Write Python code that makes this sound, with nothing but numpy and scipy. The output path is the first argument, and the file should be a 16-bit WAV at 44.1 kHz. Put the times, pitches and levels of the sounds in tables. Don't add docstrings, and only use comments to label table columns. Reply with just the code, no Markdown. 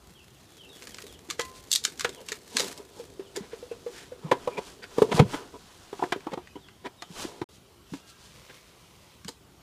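import sys
import numpy as np
from scipy import signal
from scipy.io import wavfile
from scipy.ndimage import uniform_filter1d

SR = 44100
rng = np.random.default_rng(int(sys.argv[2]) if len(sys.argv) > 2 else 0)


def wav_record(signal):
    frames = np.transpose(np.atleast_2d(signal))
    bounded = np.clip(frames, -1, 1)
    quanta = np.round(bounded * 32767).astype(np.int16)
    wavfile.write(sys.argv[1], SR, quanta)


N = 424241
TIME = np.arange(N) / SR
AGE = TIME[:SR // 4]


def amp(db):
    return 10 ** (np.asarray(db) / 20)


def unit(x):
    return x / np.sqrt(np.mean(x ** 2) + 1e-20)


def blow(x, span=0.0098):
    return x * np.sqrt(span * SR / (np.sum(x ** 2) + 1e-20))


def add(mix, s, sound):
    part = mix[max(round(s * SR), 0):][:len(sound)]
    part += sound[:len(part)]


def colour(x, points):
    hz, db = np.transpose(points)
    bins_hz = abs(np.fft.fftfreq(4096, 1 / SR)) + 1
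    log_gain = np.log(amp(np.interp(np.log(bins_hz), np.log(hz), db)))
    taps = np.fft.ifft(np.exp(np.conj(signal.hilbert(log_gain)))).real
    return signal.oaconvolve(x, taps[:len(taps) // 2])[:len(x)]


def band(x, hz, kind, order=3):
    return signal.sosfilt(signal.butter(order, hz, kind, fs=SR, output="sos"), x)


def ring(x, modes):
    return sum(amp(db) * signal.lfilter(*signal.iirpeak(hz, hz / width, SR), x) for hz, width, db in modes)


def drift(rate_hz):
    knots = rng.standard_normal(N // 50)
    return np.interp(TIME * rate_hz, np.arange(len(knots)), knots)


def grains(per_s, spread_db, smooth):
    size = amp(spread_db * np.minimum(rng.exponential(1, N), 4))
    clicks = size * rng.choice([-1, 1], N) * (rng.random(N) < per_s / SR)
    return unit(unit(clicks) + smooth * rng.standard_normal(N))


def clump_level(hits, decay):
    return np.sqrt(signal.lfilter([1], [1, -np.exp(-2 / (decay * SR))], hits ** 2))


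def note(hz, contact, decay, linger_db, linger):
    contact = max(contact, .001)
    swell = np.sin(np.pi / 2 * np.minimum(AGE / contact, 1)) ** 2
    after = np.maximum(AGE - contact, 0)
    fade = np.exp(-after / decay) + amp(linger_db) * np.exp(-after / linger)
    return swell * fade * np.sin(2 * np.pi * hz * AGE)


def stroke(s, half, shape=2):
    return np.exp(-np.minimum(abs((TIME - s) / half) ** shape, 30))


def strokes(rows):
    return sum(amp(db) * stroke(s, half) for s, half, db in rows)


def during(start, end, fade=0.033):
    return np.clip((TIME - start) / fade, 0, 1) * np.clip((end - TIME) / fade, 0, 1)


# frequency in Hz, density in dB per Hz.
GARDEN = [(15, -56), (25, -36), (55, 0), (183, -3), (260, -8.5), (389, -5.5), (495, -13.5), (945, -14.5),
          (1380, -16.5), (1570, -19.5), (2360, -21.5), (3170, -18.5), (11200, -28), (15500, -33.5)]
GARDEN_DB = -56.5


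def garden(patchy_db=2.15):
    z = signal.stft(colour(rng.standard_normal(N), GARDEN), nperseg=1024)[2]
    patches = uniform_filter1d(rng.standard_normal(z.shape), size=5, axis=0)
    patches = unit(uniform_filter1d(patches, size=7, axis=1))
    air = signal.istft(z * amp(patchy_db * patches), nperseg=1024)[1][:N]
    return amp(GARDEN_DB) * unit(air) * amp(0.1 * drift(9.7))


def far_birds(count=30, db=-64):
    out = np.zeros(N)
    for when, pitch, length, size in rng.random((count, 4)):
        u = np.linspace(0, 1, round((0.16 + 0.088 * length) * SR))
        hz = (3100 + 1700 * pitch) * (1 - 0.18 * u)
        chirp = np.sin(np.pi * u) * np.sin(2 * np.pi * np.cumsum(hz) / SR)
        add(out, when * N / SR, amp(db - 3.6 * size) * chirp)
    return out


# start in seconds, length in seconds, first pitch in Hz, level in dB before the distance trim.
WHISTLES = [(0.144, 0.078, 3370, -50.5), (0.307, 0.079, 3360, -63), (0.387, 0.13, 4470, -63),
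            (0.573, .1, 3450, -48), (0.683, 0.11, 3910, -47.5), (0.906, 0.054, 3530, -49),
            (1.036, 0.096, 4070, -54), (1.121, 0.043, 3760, -50), (2.118, 0.087, 3610, -50),
            (2.99, 0.044, 3600, -57), (3.217, 0.068, 3830, -56), (6.595, 0.082, 4010, -56),
            (6.967, 0.1, 3960, -53.5), (8.4, 0.059, 3430, -60)]
FALL, FALL_CURVE = .28, 1.1
# start in seconds, length in seconds,
# top pitch in Hz, arch as a share of pitch, level in dB before the distance trim.
CALLS_FAR = [(6.38, .16, 2570, .2, -60), (6.41, .14, 4900, .05, -64), (7.72, .1, 1105, .02, -64),
             (7.85, .3, 2770, .02, -61), (7.88, .44, 1335, .03, -63), (8.06, .05, 1340, .03, -57),
             (8.19, .09, 3020, .03, -61)]
CALL_UPPER, CALL_UPPER_DB = 1.21, -6


def bird(waver=.012):
    out, wobble = np.zeros(N), drift(260)
    throb = amp(3.5 * drift(120))

    def sing(s, hz, db):
        here = round(s * SR) + np.arange(len(hz))
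        turns = np.cumsum(hz * (1 + waver * wobble[here])) / SR
        envelope = throb[here] * signal.windows.tukey(len(hz), .35)
        add(out, s, amp(db) * envelope * np.sin(2 * np.pi * turns))

    for s, length, first_hz, db in WHISTLES:
        u = np.linspace(0, 1, round(length * SR))
        sing(s, first_hz * (1 - FALL * u ** FALL_CURVE), db)
    for s, length, top_hz, arch, db in CALLS_FAR:
        hz = top_hz * (1 - arch * np.linspace(-1, .7, round(length * SR)) ** 2)
        sing(s, hz, db)
        sing(s, hz * CALL_UPPER, db + CALL_UPPER_DB)
    return out


# start in seconds, level in dB, pitch in Hz, contact time in seconds (1 ms at least).
THUDS = [(2.543, -33.5, 244, 0.014), (3.406, -31.5, 202, 0.0026), (4.239, -28, 159, .014),
         (5.142, -18, 159.6, 0.003), (5.196, -1, 135, 0.0031), (5.218, -12, 194, 0.0057),
         (5.242, -26, 123, 0.017), (7.101, -36.5, 173, 0.004), (7.416, -33, 122, .002),
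         (7.919, -31, 185, 0.0054), (9.249, -36.5, 191, 0.0062)]
BUMP_DB, BUMP_HZ = -12.5, 125


def table(bump_decay=0.0019):
    out = np.zeros(N)
    for s, db, hz, contact in THUDS:
        add(out, s, amp(db) * note(hz, contact, decay=.008, linger_db=-26, linger=.03))
    for s, db, *_ in KNOCKS:
        bump = note(BUMP_HZ, CONTACT_S, decay=bump_decay, linger_db=-20.5, linger=0.058)
        add(out, s, amp(db + BUMP_DB) * bump)
    return band(out, 68, "high", order=4)


# start in seconds, level in dB.
NUDGES = [(1.394, -35), (3.365, -52.5)]
# pitch in Hz, level in dB re the nudge, time to fall 60 dB in seconds.
BOWL = [(1034, -3.5, 0.6), (1990, -2, 0.22), (2794, -22, 0.62)]


def bowl():
    out, t = np.zeros(N), TIME[:SR]
    chime = sum(amp(db - 60 * t / t60) * np.sin(2 * np.pi * hz * t) for hz, db, t60 in BOWL)
    for s, db in NUDGES:
        add(out, s, amp(db) * chime)
    return out


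# middle in seconds, half length in seconds,
# rub level in dB and hiss level in dB, both before the trims of friction().
SLIDES = [(1.567, 0.025, -57, -51), (2.62, 0.071, -63, -38.5), (2.995, 0.044, -64, -54.5),
          (3.565, 0.42, -58, -58.5), (3.977, 0.068, -53, -51), (4.46, 0.21, -50, -57.5),
          (4.676, 0.063, -56, -52.5), (5.006, 0.083, -46.5, -49), (5.164, 0.028, -32, -36.5),
          (5.339, 0.049, -35.5, -44.5), (5.72, 0.6, -56, -58.5), (6.03, 0.083, -52, -57.5),
          (6.28, 0.14, -56, -96.5), (7.212, 0.057, -38.5, -39.5), (7.384, 0.1, -63, -61),
          (7.549, 0.032, -76, -58), (7.953, 0.051, -53, -53), (8.095, 0.024, -81, -52.5),
          (8.247, 0.081, -56, -56)]
# middle in seconds, half length in seconds, level in dB before the cloth trim.
BRUSHES = [(8.45, 0.19, -53), (8.95, 0.37, -57)]
# frequency in Hz, density in dB per Hz.
RUB = [(200, -2), (600, -2), (1000, 0), (1600, -3), (2400, -9), (3400, -6.5), (5000, -44.5), (9000, -35.5)]
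HISS = [(1000, -32), (2500, 2), (4000, 6), (7000, 3), (10000, -3), (15500, -16)]
FABRIC = [(290, -42.5), (500, 4.5), (815, -12), (1010, 0), (1560, -9), (2010, -2.5), (2610, -4), (5590, -7),
          (15500, -20.5)]


def friction(rub_db=-3, hiss_db=0, cloth_db=-3, shape=1.35):
    slips = grains(per_s=2000, spread_db=3, smooth=2) * amp(1.8 * drift(70))
    rub = amp(rub_db) * unit(colour(slips, RUB))
    hiss = amp(hiss_db) * unit(colour(grains(per_s=4400, spread_db=6, smooth=1.1), HISS))
    threads = grains(per_s=1500, spread_db=4, smooth=1) * amp(1.5 * drift(30))
    cloth = amp(cloth_db) * strokes(BRUSHES) * unit(colour(threads, FABRIC))
    sliding = np.zeros(N)
    for s, half, low_db, high_db in SLIDES:
        sliding += stroke(s, half, shape) * (amp(low_db) * rub + amp(high_db) * hiss)
    return sliding + cloth


# middle in seconds, half length in seconds, pitch in Hz, level in dB.
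SQUEAKS = [(3.72, .015, 2650, -56), (4.535, 0.024, 2380, -53.5), (4.58, 0.0083, 2410, -38),
           (4.838, .01, 4750, -48), (5.342, 0.0053, 3260, -40), (6.564, 0.011, 3000, -55),
           (7.22, 0.06, 3020, -52), (9.283, .005, 3000, -42)]


def squeaks(width_hz=130):
    slips, out = rng.standard_normal(N), np.zeros(N)
    for s, half, hz, db in SQUEAKS:
        out += amp(db) * stroke(s, half) * unit(ring(slips, [(hz, width_hz, 0)]))
    return out


# middle in seconds, half length in seconds, level in dB, grit in dB re that level.
SCUFFS = [(2.194, 0.042, -52.5, -7), (2.628, 0.092, -43, -4), (2.798, 0.025, -50, -9),
          (2.99, 0.035, -50, -16), (3.367, 0.011, -41.5, 0.5), (3.441, .03, -53.5, -0.5),
          (3.53, 0.019, -54, 4), (3.993, 0.064, -64.5, 13.5), (4.269, 0.036, -44.5, -8),
          (4.564, 0.059, -47, -9), (4.587, 0.0091, -30.5, -6.5), (4.84, 0.013, -48, 7.5),
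          (4.988, 0.014, -35.5, -8), (5.125, 0.0083, -22.5, -4.5), (5.185, 0.027, -28.5, -5),
          (5.199, 0.0055, -13, -5.5), (5.344, 0.0092, -29, -3.5), (5.397, 0.068, -46.5, -35),
          (5.552, 0.016, -44.5, -11), (6.323, .004, -36, -3), (6.338, 0.0059, -26, -7.5),
          (6.568, 0.0097, -43, -10.5), (6.862, 0.014, -37, -2.5), (7.264, 0.13, -49, -6.5),
          (8.503, 0.011, -51.5, 4), (9.294, 0.0091, -43.5, -23)]
SCUFF_BORE_DB, SCUFF_WALLS_DB = 1, -1.5
# pitch in Hz, width in Hz, gain in dB.
WALLS = [(717, 44, -1), (855, 240, 10.5), (965, 28, 11.5), (1238, 29, 5)]
BORE = [(388.4, 79, 3.5), (446, 9, 0.5), (491, 14, -12), (268, 58, -2)]
# frequency in Hz, density in dB per Hz.
GRIT = [(700, -21), (1500, 6), (2250, 2), (2700, -4), (3400, -2), (4600, -10.5), (7000, -17), (11000, -26),
        (15500, -40)]


def scuffs():
    slips = grains(per_s=1500, spread_db=0, smooth=0.2)
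    bore = unit(band(ring(slips, BORE), [130, 900], "band", order=2))
    walls = unit(band(ring(slips, WALLS), [500, 1700], "band", order=2))
    body = amp(SCUFF_BORE_DB) * bore + amp(SCUFF_WALLS_DB) * walls
    grit = unit(colour(slips, GRIT))
    return sum(amp(db) * stroke(s, half) * (body + amp(grit_db) * grit) for s, half, db, grit_db in SCUFFS)


# start in seconds, level in dB, pitch in Hz.
TAPS = [(1.036, -45, 414), (1.285, -42, 332), (1.878, -45.5, 412), (2.088, -38.5, 402), (2.203, -44.5, 523),
        (2.316, -37, 426), (2.798, -41, 410), (2.996, -35.5, 470), (3.193, -31.5, 384), (3.371, -30, 400),
        (3.53, -33.5, 452), (3.625, -37.5, 492), (3.712, -31, 460), (3.862, -30, 479), (4.118, -36.5, 503)]
FINGER_S = 0.0048
HELD_FROM_S, HELD_TO_S, HOLD_DB = 0.607, 5.6, -57.5
REGRIP_DB, REGRIP_S = -29.5, 0.063


def roll(skin_db=-17, skin=0.02, wall_db=-27):
    grip = amp(HOLD_DB) * during(HELD_FROM_S, HELD_TO_S)
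    for s, db, *_ in TAPS + KNOCKS:
        add(grip, s, amp(db + REGRIP_DB) * np.exp(-TIME[:SR] / REGRIP_S))
    rubbing = ring(grains(per_s=300, spread_db=4, smooth=.8), BORE)
    out = grip * unit(band(rubbing, [150, 900], "band", order=2))
    for s, db, hz in TAPS:
        touch = np.minimum(AGE / FINGER_S, 1) * np.exp(-AGE / skin) * rng.standard_normal(len(AGE))
        rustle = amp(skin_db) * blow(band(touch, [200, 1000], "band", order=1))
        rattle = amp(wall_db) * blow(ring(touch, WALLS))
        hollow = note(hz, FINGER_S, decay=0.0061, linger_db=-1.5, linger=0.016)
        add(out, s, amp(db) * (hollow + rustle + rattle))
    return out


# start in seconds, hollow note in dB, its pitch in Hz,
# clack of the walls in dB, grit in dB before its trim.
KNOCKS = [(1.392, -26.5, 475, -36, -25), (2.0452, -24.5, 478, -31.5, -18.5), (2.566, -55, 390, -51, -34),
          (2.598, -29, 523, -39, -28), (4.313, -15.5, 523, -18, -21), (4.32, -16.5, 385, -45, -27),
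          (4.473, -20.5, 500, -29, -47), (4.981, -15, 442, -29, -51), (5.018, -5, 433, -27.5, -53),
          (5.089, -28.5, 415, -43, -58), (5.122, -33, 368, -32, -32), (5.196, -9.5, 420, -30, -28),
          (5.927, -30.5, 403, -40, -45.5), (5.991, -38, 344, -36, -48), (6.022, -25.5, 404, -22, -48),
          (6.035, -24, 366, -32, -32), (6.121, -25.5, 362, -26, -21), (6.159, -28.5, 394, -52, -60),
          (6.266, -27.5, 328, -32.5, -46), (6.373, -29, 358, -36.5, -48), (6.554, -37, 295, -47.5, -54),
          (7.02, -45.5, 330, -42, -40.5), (7.248, -27.5, 334, -55, -46), (7.414, -25.5, 340, -36, -37),
          (7.934, -29, 279, -45, -41.5), (9.28, -39.5, 447, -49, -41)]
CONTACT_S = 0.0038


def knocks(tail_db=-26, scuff=1.0, spike=3.6):
    out = np.zeros(N)
    settling = np.exp(-AGE / .012)
    u = AGE / CONTACT_S
    force = u * np.exp(1 - u * scuff) + amp(tail_db) * settling
    for s, db, hz, clack_db, grit_db in KNOCKS:
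        burst = force * rng.standard_normal(len(AGE))
        burst[round(CONTACT_S * SR)] += spike
        hollow = amp(db) * note(hz, CONTACT_S, decay=0.0047, linger_db=-6.5, linger=0.011)
        box = amp(db - 14.5) * blow(ring(burst, BORE))
        clack = amp(clack_db) * blow(band(ring(burst, WALLS), [550, 1200], "band", order=3))
        grit = amp(grit_db - 5) * blow(colour(burst, GRIT))
        add(out, s, hollow + box + clack + grit)
    return band(out, 130, "high", order=2)


# middle in seconds, half length in seconds, level in dB before the crinkle trim.
PULLS = [(.77, 0.088, -45.5), (.99, 0.12, -40.5), (1.5, 0.51, -52), (2.25, 0.45, -47.5), (2.66, .06, -31)]
TORN_S, TAUT_DB = 3.16, -49
# frequency in Hz, density in dB per Hz.
FILM = [(300, 4.5), (900, -4), (1900, -0.5), (2800, -3.5), (4300, -0.5), (5600, -3), (6800, -1.5),
        (8500, -4.5), (12000, -8.5), (15500, -15.5)]


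def crinkle(flutter=0.0049, ticks_per_s=28, tick_db=-5, tick_spread_db=3):
    folds = grains(per_s=400, spread_db=5.5, smooth=0) * amp(3 * drift(40))
    crackle = (unit(clump_level(folds, flutter)) + .25) * rng.standard_normal(N)
    tick_hits = grains(ticks_per_s, tick_spread_db, smooth=0)
    ticks = unit(clump_level(tick_hits, .0015)) * rng.standard_normal(N)
    tension = amp(TAUT_DB) * during(0, TORN_S) + strokes(PULLS)
    film = colour(unit(crackle) + amp(tick_db) * ticks, FILM)
    return amp(-12.5) * tension * unit(band(film, 186, "high"))


# time in seconds, level in dB before the overall trim,
# body below about 3 kHz in dB re level before its trim, rebound in dB re the snap.
SNAPS = [(.821, -29, -7.5, -4), (0.87, -27, -8, -18), (0.943, -24, -13.5, -17), (0.983, -27.5, -3, -14),
         (1.3, -15, -10.5, 1.5), (1.394, -13.5, -6, -14), (1.408, -17, -15, -0.5), (1.7144, -3, -32, -17),
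         (1.727, -3, -33, -1), (1.75, -6.5, -26, 4.5), (1.838, -15, -32, -4), (1.974, -31, -23, -34),
         (1.8491, -2, -16, -27), (1.994, -15, -12, -20), (2.0068, -13, -10, -10),
         (2.0442, -15.5, -7.5, -33), (2.091, -22, -12, -16), (2.285, -18, -11.5, -7), (2.318, -14, -8, -7),
         (2.5671, -3, -13, -15), (2.583, -13, -15, -2), (2.595, -7, -17.5, -1.5), (2.775, -26.5, -42, -29),
         (3.3605, -17, -33.5, -1.5), (6.204, -39.5, -2, -18), (6.31, -44, -4, -14), (6.471, -41, 4, -16),
         (6.684, -42.5, 4, -13), (7.021, -22.5, -9.5, -23), (9.2454, -29.5, -7.5, -16),
         (9.2812, -19, -25.5, -1.5)]
REBOUND_S = .007
FIZZ_DB, FIZZ_PER_BODY = -26, -0.12
GLASS_DB, GLASS_S = -7, .0011


def snaps(spike=3.55, tail_db=-17, tail=0.022, middle_db=-12.0, peel_db=-22, peel=0.0094):
    out, lead = np.zeros(N), SR // 50
    t = AGE - lead / SR
    after = np.maximum(t, 0)
    peeling = amp(peel_db) * np.exp(-abs(t) / peel)
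    flutter = np.exp(-after / .002) + amp(tail_db) * np.exp(-after / tail)
    shape = np.where(t < 0, peeling, flutter)
    for s, db, body_db, rebound_db in SNAPS:
        for delay, flap_db in (0, 0), (REBOUND_S, rebound_db):
            burst = rng.standard_normal(len(t)) * shape
            burst[lead] += spike
            crack = colour(burst, FILM)
            add(crack, GLASS_S * rng.uniform(.5, 2), amp(GLASS_DB) * crack)
            body = amp(body_db - 5.5) * blow(band(crack, [1000, 2800], "band", order=4))
            middle = amp(middle_db) * blow(band(crack, [3200, 8000], "band", order=4))
            fizz_db = FIZZ_DB + FIZZ_PER_BODY * body_db
            fizz = amp(fizz_db) * blow(band(crack, [8000, 14000], "band", order=2))
            start = s + delay + 0.001483 - lead / SR
            add(out, start, amp(db + flap_db) * (body + middle + fizz))
    return amp(-7.0) * out


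def echoes(x, t60, dull_hz):
    t = TIME[:SR]
    taps = rng.standard_normal(SR) * (rng.random(SR) < .06) * (t > .004) * amp(-60 * t / t60)
    taps = band(taps, min(dull_hz, SR / 3), "low", order=1)
    return signal.oaconvolve(x, taps / np.linalg.norm(taps))[:N]


def scene():
    song = bird() + far_birds()
    far = amp(-7) * song + amp(-10) * echoes(song, t60=.25, dull_hz=7000)
    cardboard = friction() + squeaks() + scuffs() + roll() + knocks()
    near = table() + bowl() + cardboard + crinkle() + snaps()
    return (garden() + far + near + amp(-17.0) * echoes(near, t60=0.11, dull_hz=6100))[None]


MUTE = (7.442, 7.489)
EDGE_HZ = 15450


def record(dry, ceiling=0.57):
    held = dry / (1 + (dry / ceiling) ** 8) ** (1 / 8)
    live = uniform_filter1d(1. * ((TIME < MUTE[0]) | (TIME > MUTE[1])), size=40)
    treble_cut = signal.firwin(511, EDGE_HZ, window=("kaiser", 9), fs=SR)
    return signal.oaconvolve(held * live, treble_cut[None], "same")


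dry = scene()
out = record(dry)
wav_record(out)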